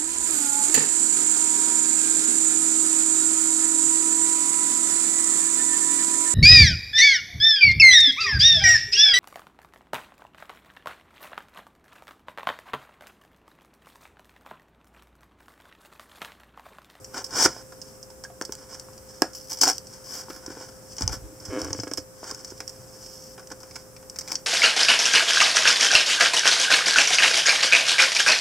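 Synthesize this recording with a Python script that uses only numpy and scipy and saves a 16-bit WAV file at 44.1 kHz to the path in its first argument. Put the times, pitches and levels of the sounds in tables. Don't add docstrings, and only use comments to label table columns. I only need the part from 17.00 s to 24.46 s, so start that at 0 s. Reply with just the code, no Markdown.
import sys
import numpy as np
from scipy import signal
from scipy.fft import rfft, irfft
from scipy.io import wavfile
from scipy.ndimage import uniform_filter1d

SR = 44100
rng = np.random.default_rng(int(sys.argv[2]) if len(sys.argv) > 2 else 0)


def store_pcm(level_fs):
    pcm = np.round(np.clip(level_fs, -1, 1) * 32767).astype(np.int16)
    wavfile.write(sys.argv[1], SR, np.atleast_2d(pcm).T)


def boost_factor(decibels):
    exponent = np.asarray(decibels, float) / 20
    return 10 ** exponent


N = 328986


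def unit(x):
    return x / np.sqrt(np.mean(x ** 2))


def colour(x, points):
    hz, db = np.transpose(points)
    bins = np.maximum(np.arange(1025) * SR / 2048, 1)
    cep = irfft(np.log(boost_factor(np.interp(np.log(bins), np.log(hz), db))))
    cep[1:1024] *= 2
    cep[1025:] = 0
    return signal.fftconvolve(x, irfft(np.exp(rfft(cep))))[:len(x)]


def ring(x, modes):
    out = 0
    for k, (hz, width, db) in enumerate(modes):
        b, a = signal.iirpeak(hz, hz / width, fs=SR)
        out = out + (-1) ** k * boost_factor(db) * signal.lfilter(b, a, x)
    return out


def curve(tables, column):
    t = np.arange(N) / SR
    return sum(boost_factor(np.interp(t, rows[:, 0], rows[:, column], -200, -200)) for rows in map(np.array, tables))


def soft_curve(tables):
    return uniform_filter1d(curve(tables, column=1), size=200)


def swells(rows, start_db, end_db):
    return [[(s, a + start_db, b), (s + swell, a, b), (s + swell + fade, a + end_db, b)]
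            for s, swell, fade, a, b in rows]


def walk(rate):
    k = int(SR / rate)
    return uniform_filter1d(np.repeat(rng.standard_normal(N // k + 1), k), k)[:N]


def slips(rate, spread_db):
    when = rng.random(N) < rate / SR
    size_db = spread_db * np.minimum(rng.exponential(size=N), 4.5)
    return unit(when * rng.standard_normal(N) * boost_factor(size_db))


def add(track, s, sound):
    i = int(s * SR)
    track[i:i + len(sound)] += sound[:len(track) - i]


def knock(hz, cycles):
    t = np.arange(12000) / SR
    return np.sin(2 * np.pi * hz * t) * np.exp(-t * hz / cycles)


# frequency in Hz, level in dB.
TAPE_TONE = [(1500, -19.5), (2000, -29.5), (3000, -18.5), (4000, -30), (4500, -10), (4850, -7.5),
             (5200, 2.5), (5800, -2.5), (6400, -8.5), (7000, -11.5), (8100, -9), (9200, -21),
             (15300, -32.5), (16200, -24)]


def film(x):
    return colour(x, [(300, -54)] + TAPE_TONE)


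# frequency in Hz, width in Hz, level in dB.
BOX_MODES = [(309, 106, 2), (547.5, 79, 2.5), (770, 180, 0.5), (1063, 163, 0), (1282, 180, 0),
             (1520, 235, 2), (2170, 72, -14), (1660, 450, -25.5), (2416, 190, -11), (2850, 240, -13),
             (3900, 500, -23)]
# frequency in Hz, width in Hz, level in dB.
BLADE_MODES = [(2200, 280, -1.5), (3550, 1100, -9)]
# frequency in Hz, level in dB.
SURFACE_TONE = [(3000, -30), (8000, -6), (10000, 0), (15500, -3), (16300, -30)]
SNAP_HZ, BLADE_JAR_DB = 885, -21


def releases(events, shadow=None):
    tape, box, push, steel = np.zeros((4, N))
    t = np.arange(4000) / SR
    for s, db, box_db, hz, blade_db, tail_s in events:
        crack = 0.35 * np.exp(-t / 0.00035)
        crackle = 0.5 * np.exp(-t * np.log(1000) / max(tail_s, 0.005))
        burst = rng.standard_normal(len(t)) * (crack + crackle)
        burst = burst + 2.6 * (t == 0)
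        add(tape, s, boost_factor(db) * burst)
        add(push, s, boost_factor(db + box_db) * burst)
        add(steel, s, boost_factor(db + blade_db) * burst)
        add(box, s, boost_factor(db + box_db - 1.5) * knock(hz, cycles=4.0))
        add(box, s, boost_factor(db + box_db - 2.0) * knock(3100, cycles=0.68))
    if shadow:
        tape = boost_factor(11) * film(colour(tape, shadow))
    else:
        tape = boost_factor(11) * film(tape) + boost_factor(-19.0) * colour(tape, SURFACE_TONE)
    return tape + boost_factor(17.5) * ring(push, BOX_MODES) + boost_factor(2.5) * ring(steel, BLADE_MODES) + box


# frequency in Hz, level in dB.
AIR_TONE = [(20, -10), (110, -3.5), (400, -9.5), (700, -14), (1650, -19.5), (1900, -25), (3900, -34.5),
            (4800, -27), (5250, -16.5), (6500, -23), (8000, -18.5), (9300, -24.5), (15500, -28),
            (16500, -68)]
# frequency in Hz, side level in dB over mid.
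AIR_SIDE_TONE = [(30, -8), (250, -4.5), (500, -3), (1400, -2), (3000, -2.5), (7000, -1.5), (15000, 0)]
# frequency in Hz, rms level in dB.
FAN_TONES = [(522, -52), (409.7, -63), (117.4, -63), (64, -64.5)]
AIR_DB = -46


def air():
    mid, side = (unit(colour(rng.standard_normal(N), AIR_TONE)) * boost_factor(AIR_DB - 4.5 + 0.93 * walk(1.826))
                 for _ in range(2))
    t = np.arange(N) / SR
    wobble_s = 0.000844 * np.cumsum(walk(4.24)) / SR
    tones = np.zeros(N)
    for hz, db in FAN_TONES:
        level = np.sqrt(2) * boost_factor(db + 0.55 * walk(9.8))
        tones += level * np.sin(2 * np.pi * hz * (t + wobble_s))
    return mid + tones, colour(side, AIR_SIDE_TONE) + 0.013 * tones


# start in seconds, level in dB.
CRACKLE_TIMES = [(0.045, -29), (0.2643, -31), (0.8162, -28), (1.0287, -32.5), (1.533, -31), (1.933, -42),
                 (1.9782, -35), (2.333, -33), (2.349, -27.5), (2.411, -34.5), (2.5005, -27), (2.87, -33.5),
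                 (3.185, -39), (3.9672, -30), (4.4006, -34), (4.4525, -28), (4.601, -30), (5.5042, -32),
                 (5.694, -28), (6.0621, -32.5)]


def crackles():
    return releases([(s, db, -31, SNAP_HZ, BLADE_JAR_DB, 0.046) for s, db in CRACKLE_TIMES])


# start in seconds, swell in seconds, fade in seconds,
# tape rustle in dB, box rustle in dB.
HAND_MOVES = [(0.05, 0.11, 0.26, -46, -48), (0.27, 0.13, 0.091, -50.5, -42), (0.55, 0.35, 0.17, -50, -64),
              (1.3, 0.28, 0.17, -51, -53), (1.58, 0.15, 0.26, -42.5, -47.5), (1.93, 0.21, 0.45, -47, -56),
              (2.56, 0.11, .1, -50, -59), (2.76, 0.19, 0.11, -43, -51), (3.0, 0.21, 0.33, -44.5, -48),
              (3.36, 0.17, 0.11, -44.5, -43), (3.46, 0.14, 0.25, -44.5, -47.5),
              (3.66, 0.26, 0.38, -47.5, -76), (3.95, 0.11, 0.1, -65, -45.5), (4.3, 0.21, 0.16, -42, -47.5),
              (4.42, 0.23, 0.16, -38, -38.5), (4.66, 0.13, 0.22, -39.5, -56),
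              (5.13, 0.16, 0.23, -38, -42.5), (5.3, 0.2, 1, -46, -58), (5.72, 0.32, 0.17, -49.5, -61),
              (6.45, 0.34, 0.15, -46.5, -54), (7.12, 0.2, 0.16, -40, -44)]


def grip():
    skin = slips(9000, spread_db=1.7) * boost_factor(3.6 * walk(70))
    start_db, end_db = -21.5, -25
    on_tape = [(s, swell, fade, tape_db, 0) for s, swell, fade, tape_db, _ in HAND_MOVES]
    on_box = [(s, swell, fade, box_db, 0) for s, swell, fade, _, box_db in HAND_MOVES]
    rustle = soft_curve(swells(on_tape, start_db, end_db)) * unit(film(skin))
    rustle = rustle + soft_curve(swells(on_box, start_db, end_db)) * unit(ring(skin, BOX_MODES))
    return boost_factor(-3.0) * rustle


# time in seconds, tearing in dB,
# depth into the card as box level in dB over tearing.
RIP_CURVES = [
    [(0.28, -57, 1), (0.345, -33, -3.5), (0.362, -25.5, -6.5), (0.4, -22, -3), (0.44, -20.5, -12),
     (0.458, -18, -3.5), (0.471, -27, 4), (0.478, -43, -8), (0.49, -48, -10)],
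    [(2.61, -40, -25), (2.616, -18, -17), (2.638, -16.5, -14), (2.65, -26.5, -10), (2.665, -22.5, -4),
     (2.68, -18, -8), (2.71, -25, -8), (2.722, -33.5, -10), (2.774, -45.5, -26)],
]
# start in seconds, swell in seconds, fade in seconds,
# level in dB, box level in dB over tearing.
SCRAPE_MOVES = [
    (0.135, 0.038, 0.051, -34.5, 0),
    (0.48, 0.009, 0.14, -40.5, -3.5),
    (3.99, 0.035, 0.02, -32, -7.5),
    (4.105, 0.024, 0.054, -42, -4.5),
]
# start in seconds, swell in seconds, fade in seconds,
# level in dB, box level in dB over tearing.
SLIDE_MOVES = [
    (2.335, 0.021, 0.13, -42.5, -32),
    (2.483, 0.033, 0.064, -35, -13),
    (3.28, 0.019, 0.071, -45, -5),
    (3.32, 0.05, .025, -47, -2),
]
# start in seconds, swell in seconds, fade in seconds,
# level in dB, box level in dB over tearing.
GLIDE_MOVES = [
    (3.04, 0.11, 0.071, -34.5, -10),
    (4.11, 0.021, 0.026, -37, -2.5),
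    (5.93, 0.16, .26, -45.5, -24),
]
# share of distinct slips from 0 to 1, hiss in dB over tearing.
GRAIN_KINDS = [
    (0.41, -29),
    (0.69, -15),
    (0.25, -23),
    (0.74, -1.5),
    (0.42, -6),
]
# time in seconds, level in dB.
TAUT_CURVE = [
    (0.38, -40),
    (0.42, -32),
    (0.442, -28),
    (0.462, -35),
    (0.474, -41),
]


def strokes():
    kinds = [RIP_CURVES[:1], RIP_CURVES[1:]]
    kinds += [swells(rows, start_db=-16.5, end_db=-11) for rows in (SCRAPE_MOVES, SLIDE_MOVES)]
    kinds += [swells(GLIDE_MOVES, start_db=-13.5, end_db=-4.5)]
    tearing = np.array([soft_curve(kind) for kind in kinds])
    card = soft_curve([[(s, db + box_db) for s, db, box_db in cut] for kind in kinds for cut in kind])
    share, hiss_db = np.transpose(GRAIN_KINDS)
    rough = share[tearing.argmax(axis=0)]
    jerky = unit(slips(3500, spread_db=1.5) * boost_factor(4.0 * walk(250) + 0.8 * walk(40)))
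    blade = rough * jerky + (1 - rough) * rng.standard_normal(N)
    out = tearing.sum(axis=0) * unit(film(blade))
    out = out + card * unit(ring(blade, BOX_MODES))
    out = out + soft_curve([TAUT_CURVE]) * unit(ring(blade, [(5850, 900, 0)]))
    hiss = boost_factor(-9.0) * (boost_factor(hiss_db) @ tearing) * unit(colour(blade, SURFACE_TONE))
    return out + hiss


# start in seconds, level in dB,
# box knock in dB over tape, knock pitch in Hz.
KNOCK_HITS = [(0.1437, -26.5, -4.5, 1520), (0.18, -22, -14.5, 1410), (0.3068, -33, -12, 1410),
              (0.4596, -5.5, -6.5, 1370), (0.4622, -14.5, -8, 1560), (0.7226, -40, -3, 1370),
              (1.102, -39.5, -8, 855), (1.2382, -28, -13.5, 1690), (1.4124, -18, -6, 1555),
              (1.7265, -36.5, -7, 870), (2.2204, -0.5, -9.5, 1630), (2.2216, -21.5, 5.5, 1630),
              (2.6717, -19, -1, 710), (3.4627, -26, -16, 1010), (4.0091, -18.5, -15.5, 800),
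              (4.0935, -31, -2, 785), (4.6168, -19.5, -14, 715), (4.6462, -22, -13, 770),
              (4.7031, -39, -8, 794), (4.8345, -27, -9, 676), (4.8763, -29, -9.5, 1230),
              (4.9137, -29, -9, 665), (5.242, -32.5, -5, 1210), (5.2955, -34, -10, 1634),
              (5.3119, -23.5, -13, 1060), (6.3792, -39, 2.5, 1480), (6.3955, -38.5, -4, 1150),
              (6.427, -44, -10, 1900), (6.503, -36.5, -6, 800), (6.514, -35, -3, 1520),
              (6.5178, -28, -8, 1690), (6.6318, -36.5, -7.5, 1500), (7.0274, -44, -4, 910)]


def knocks():
    events = []
    for s, db, box_db, hz in KNOCK_HITS:
        tail_s = 0.055 * boost_factor(-0.7968 * (max(db, -32) + 31.5))
        events.append((s, db, box_db, hz, BLADE_JAR_DB, tail_s))
    return releases(events)


# start in seconds, level in dB, box knock in dB over tape, tail in seconds.
SNAP_HITS = [(0.2431, -22.5, -25, 0.058), (1.451, -23, -25, 0.039), (1.5228, -17.5, -24, 0.02),
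             (1.5525, -24.5, -33, .008), (1.4219, -22, -17, 0.018), (1.2423, -30, -21, 0.044),
             (1.7967, -24, -42, 0.023), (2.5188, -17, -21, 0.023), (2.53, -18.5, -32, 0.041),
             (2.572, -28.5, -18, 0.063), (2.5875, -26.5, -22, 0.11), (2.6137, -4, -36, .02),
             (2.6226, -9.5, -26, 0.025), (2.6359, -5.5, -20, 0.056), (2.6335, -14.5, -6.5, 0.012),
             (2.7814, -19, -40, 0.013), (0.4245, -9.5, -17, .03), (0.4355, -23, -27, 0.019),
             (0.4392, -13, -30, 0.032), (2.611, -22, -28, .03), (2.6455, -15, -20, 0.025),
             (2.654, -12, -25, 0.027), (2.6763, -14, -24, .03), (2.679, -11, -24, 0.027),
             (2.6865, -13, -16, 0.034), (2.695, -18, -18, .03), (2.7075, -19, -16, 0.029),
             (2.716, -24, -17, .02), (6.4727, -29, -30, 0.018), (6.604, -37, -15, .09),
             (6.763, -28.5, -11, 0.034), (7.3191, -15, -19.5, 0.027), (4.9355, -16.5, -24, 0.026),
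             (4.9741, -18, -19.5, 0.078), (5.347, -25, -32, 0.019), (5.678, -23, -37, .03),
             (7.098, -25, -31, 0.026), (7.3283, -23.5, -20, 0.038), (7.344, -28, -20, 0.028)]


def snaps():
    return releases([(s, db, box_db, SNAP_HZ, BLADE_JAR_DB, tail_s) for s, db, box_db, tail_s in SNAP_HITS])


# start in seconds, level in dB, pitch in Hz, decay in cycles.
DESK_BUMPS = [(0.34, -41, 129, 5), (0.399, -39, 150, 4), (0.45, -30, 135, 3.1), (2.221, -39, 157, 1.7),
              (4.975, -41, 89, 1.9), (4.011, -30, 66, 0.87), (4.029, -22, 92, 1.6), (4.058, -27, 67.6, 2),
              (4.094, -28, 78, 1.2), (4.109, -29, 66.4, 1.3), (4.135, -36, 55, 1.3),
              (4.162, -36, 120.6, 2.5), (4.217, -37, 59.3, 1.6), (4.484, -30.5, 99, 1.4),
              (4.548, -39, 123.3, 6.1), (4.618, -41, 82.4, 13), (4.7, -33.5, 96.4, 2.2),
              (4.786, -32, 114.6, 2.5), (5.789, -43.5, 122.4, 5.2)]


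def desk():
    top = np.zeros(N)
    for s, db, hz, cycles in DESK_BUMPS:
        sound = knock(hz, cycles) + 0.48 * knock(1.7 * hz, 1.43 * cycles)
        onset = 1 - np.exp(-np.arange(len(sound)) / SR / 0.0017)
        add(top, s, boost_factor(db + 4.0) * sound * onset)
    top = signal.lfilter(*signal.butter(2, 45, "high", fs=SR), top)
    rattling = top * (1 + 0.44 * walk(250))
    return uniform_filter1d(uniform_filter1d(rattling, size=90), size=60)


# start in seconds, level in dB, pitch in Hz.
BOX_TAPS = [(0.456, -16, 363), (0.565, -30, 600), (1.494, -27.5, 413), (1.886, -37, 1050), (2.22, -12, 944),
            (3.284, -32, 988), (3.3, -33, 340), (3.48, -28.5, 322), (3.503, -32, 367), (3.571, -29, 480),
            (3.61, -33, 515), (4.009, -26.5, 276), (5.231, -26.5, 613), (5.321, -31.5, 474),
            (5.521, -32.5, 382), (6.514, -37, 522)]


def taps():
    box, push = np.zeros((2, N))
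    for s, db, hz in BOX_TAPS:
        add(box, s, boost_factor(db + 2.5) * knock(hz, cycles=1.23))
        add(push, s, boost_factor(db - 12.5) * np.hanning(12))
    return boost_factor(17.5) * ring(push, BOX_MODES) + box


# start in seconds, level in dB, pitch in Hz, fade in seconds.
WALL_SHIVERS = [
    (2.223, -41.5, 1430, 0.3),
    (2.675, -18.5, 773, 0.092),
    (1.249, -36.5, 1610, 0.042),
    (1.3, -34, 700, .04),
    (4.23, -38.5, 309, 1),
]


def shivers():
    out = np.zeros(N)
    t = np.arange(16000) / SR
    for s, db, hz, fade_s in WALL_SHIVERS:
        buzz = rng.standard_normal(len(t)) * np.exp(-t * np.log(1000) / fade_s)
        add(out, s, ring(buzz, [(hz, 0.069 * hz, db + 19.5)]))
    return out


# start in seconds, level in dB,
# box knock in dB over tape, blade in dB over tape.
KNIFE_CLINKS = [(3.303, -33.5, -0.5, 8.5), (4.031, -29, -13, -18), (5.447, -26, -24, -12),
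                (5.6038, -24.5, -11.5, 4), (6.7104, -35.5, -17, 4), (6.757, -27.5, -12, 7),
                (6.9647, -37.5, -10.5, 6), (7.1598, -28.5, -17, 2), (7.1874, -16.5, -24.5, -12),
                (7.21, -24, -18, -1), (7.277, -27, -32, 3), (7.2825, -24, -25, 2.5), (7.3165, -23, -14, 4)]


def clinks():
    return releases([(s, db, box_db, 1270, blade_db, 0.047) for s, db, box_db, blade_db in KNIFE_CLINKS])


# start in seconds, level in dB, box knock in dB over tape, tail in seconds.
FAR_POPS = [
    (3.983, -20, -20.5, 0.064),
    (4.0777, -5.5, -25.5, 0.006),
    (4.7301, -11.5, -22, 0.02),
    (4.7995, -18.5, -20, 0.039),
    (4.0216, -12, -25, .01),
    (7.355, -12, -36, 0.026),
]
# frequency in Hz, level in dB.
BOX_SHADOW = [(4000, 0.5), (6500, -0.5), (9000, -12), (14000, -10)]


def pops():
    events = [(s, db, box_db, SNAP_HZ, BLADE_JAR_DB, tail_s) for s, db, box_db, tail_s in FAR_POPS]
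    return releases(events, shadow=BOX_SHADOW)


# time in seconds, slips a second, level in dB.
CREAK_CURVE = [
    (4.485, 125, -63),
    (4.505, 230, -41.5),
    (4.518, 163, -42),
    (4.533, 120, -35.5),
    (4.55, 160, -36.5),
    (4.57, 107, -35.5),
    (4.588, 110, -37),
]
# start in seconds, level in dB.
LAST_SLIPS = [(4.5957, -22.5), (4.605, -22), (4.6149, -25), (4.627, -26), (4.639, -25), (4.65, -24),
              (4.6632, -25.5), (4.681, -24.5), (4.703, -24), (4.724, -28), (4.745, -23), (4.787, -21.5),
              (4.831, -22.5), (4.868, -22), (4.911, -20.5), (4.979, -20.5)]
# frequency in Hz, width in Hz, level in dB.
FLAP_MODES = [(291, 31, 5), (515, 99, 1), (1280, 200, -14), (1658, 62, -7), (2190, 72, -11),
              (2650, 36, -12), (2820, 21, -22), (3020, 120, -7)]


def creak():
    s, rate, _ = np.transpose(CREAK_CURVE)
    speed = np.interp(np.arange(N) / SR, s, rate) * (1 + 0.099 * walk(120))
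    jerks = np.diff(np.floor(np.cumsum(speed / SR)), prepend=0)
    jerks = jerks * boost_factor(2.0 * walk(150) + 30.0) * curve([CREAK_CURVE], column=2)
    for s, db in LAST_SLIPS:
        add(jerks, s + 0.00273, boost_factor(db + 14.0) * np.ones(1))
    t = np.arange(400) / SR
    chatter = signal.fftconvolve(jerks, rng.standard_normal(len(t)) * np.exp(-t / 0.0022))[:N]
    chatter = colour(chatter, [(500, -22), (1200, 0), (2200, -8), (3200, -11), (4200, -25)])
    push = np.convolve(jerks, np.hanning(21) / 1.8)[:N]
    flap = boost_factor(4.0) * ring(push, FLAP_MODES) + boost_factor(-18.0) * push
    return flap + boost_factor(-17) * film(jerks) + boost_factor(-35.0) * chatter


def echoes(x, t60_s):
    t = np.arange(int(0.6 * SR)) / SR
    tail = rng.standard_normal(len(t)) * np.exp(-t * np.log(1000) / t60_s)
    return signal.fftconvolve(x, tail / np.sqrt(np.sum(tail ** 2)))[:N]


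# frequency in Hz, side in dB over mid.
PORT_TONE = [(35, -1), (70, -8), (300, -32), (1000, -26.5), (3000, -22), (5000, -9), (9000, -4.5),
             (13000, 0.5)]
ROOM_T60_S, ROOM_DB, ROOM_HZ = 0.15, -9, 5740
BOX_LOW_HZ = 133


def scene():
    ticks = crackles() + knocks() + snaps() + clinks() + pops() + taps()
    box = ticks + grip() + strokes() + shivers() + creak()
    small = signal.butter(2, BOX_LOW_HZ, "high", fs=SR)
    near = signal.lfilter(*small, box) + desk()
    dull = signal.lfilter(*signal.butter(1, ROOM_HZ, fs=SR), near)
    near = near + boost_factor(ROOM_DB) * echoes(dull, ROOM_T60_S)
    turn = 3.58 * walk(9.1)
    apart = np.cos(turn) * echoes(near, t60_s=0.016) + np.sin(turn) * echoes(near, t60_s=0.012)
    mid, side = air()
    side = side + colour(apart, PORT_TONE) - 0.039 * near
    return np.array([near + mid + side, near + mid - side])


def band_limit(x):
    return signal.sosfilt(signal.butter(12, 16700, fs=SR, output="sos"), x)


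def record(dry):
    heard = signal.sosfilt(signal.butter(2, 30, "high", fs=SR, output="sos"), dry)
    heard = np.tanh(heard)
    heard = signal.sosfilt(signal.ellip(6, 0.3, 50, 16000, fs=SR, output="sos"), heard)
    return band_limit(heard)


dry = scene()
out = record(dry)
store_pcm(out)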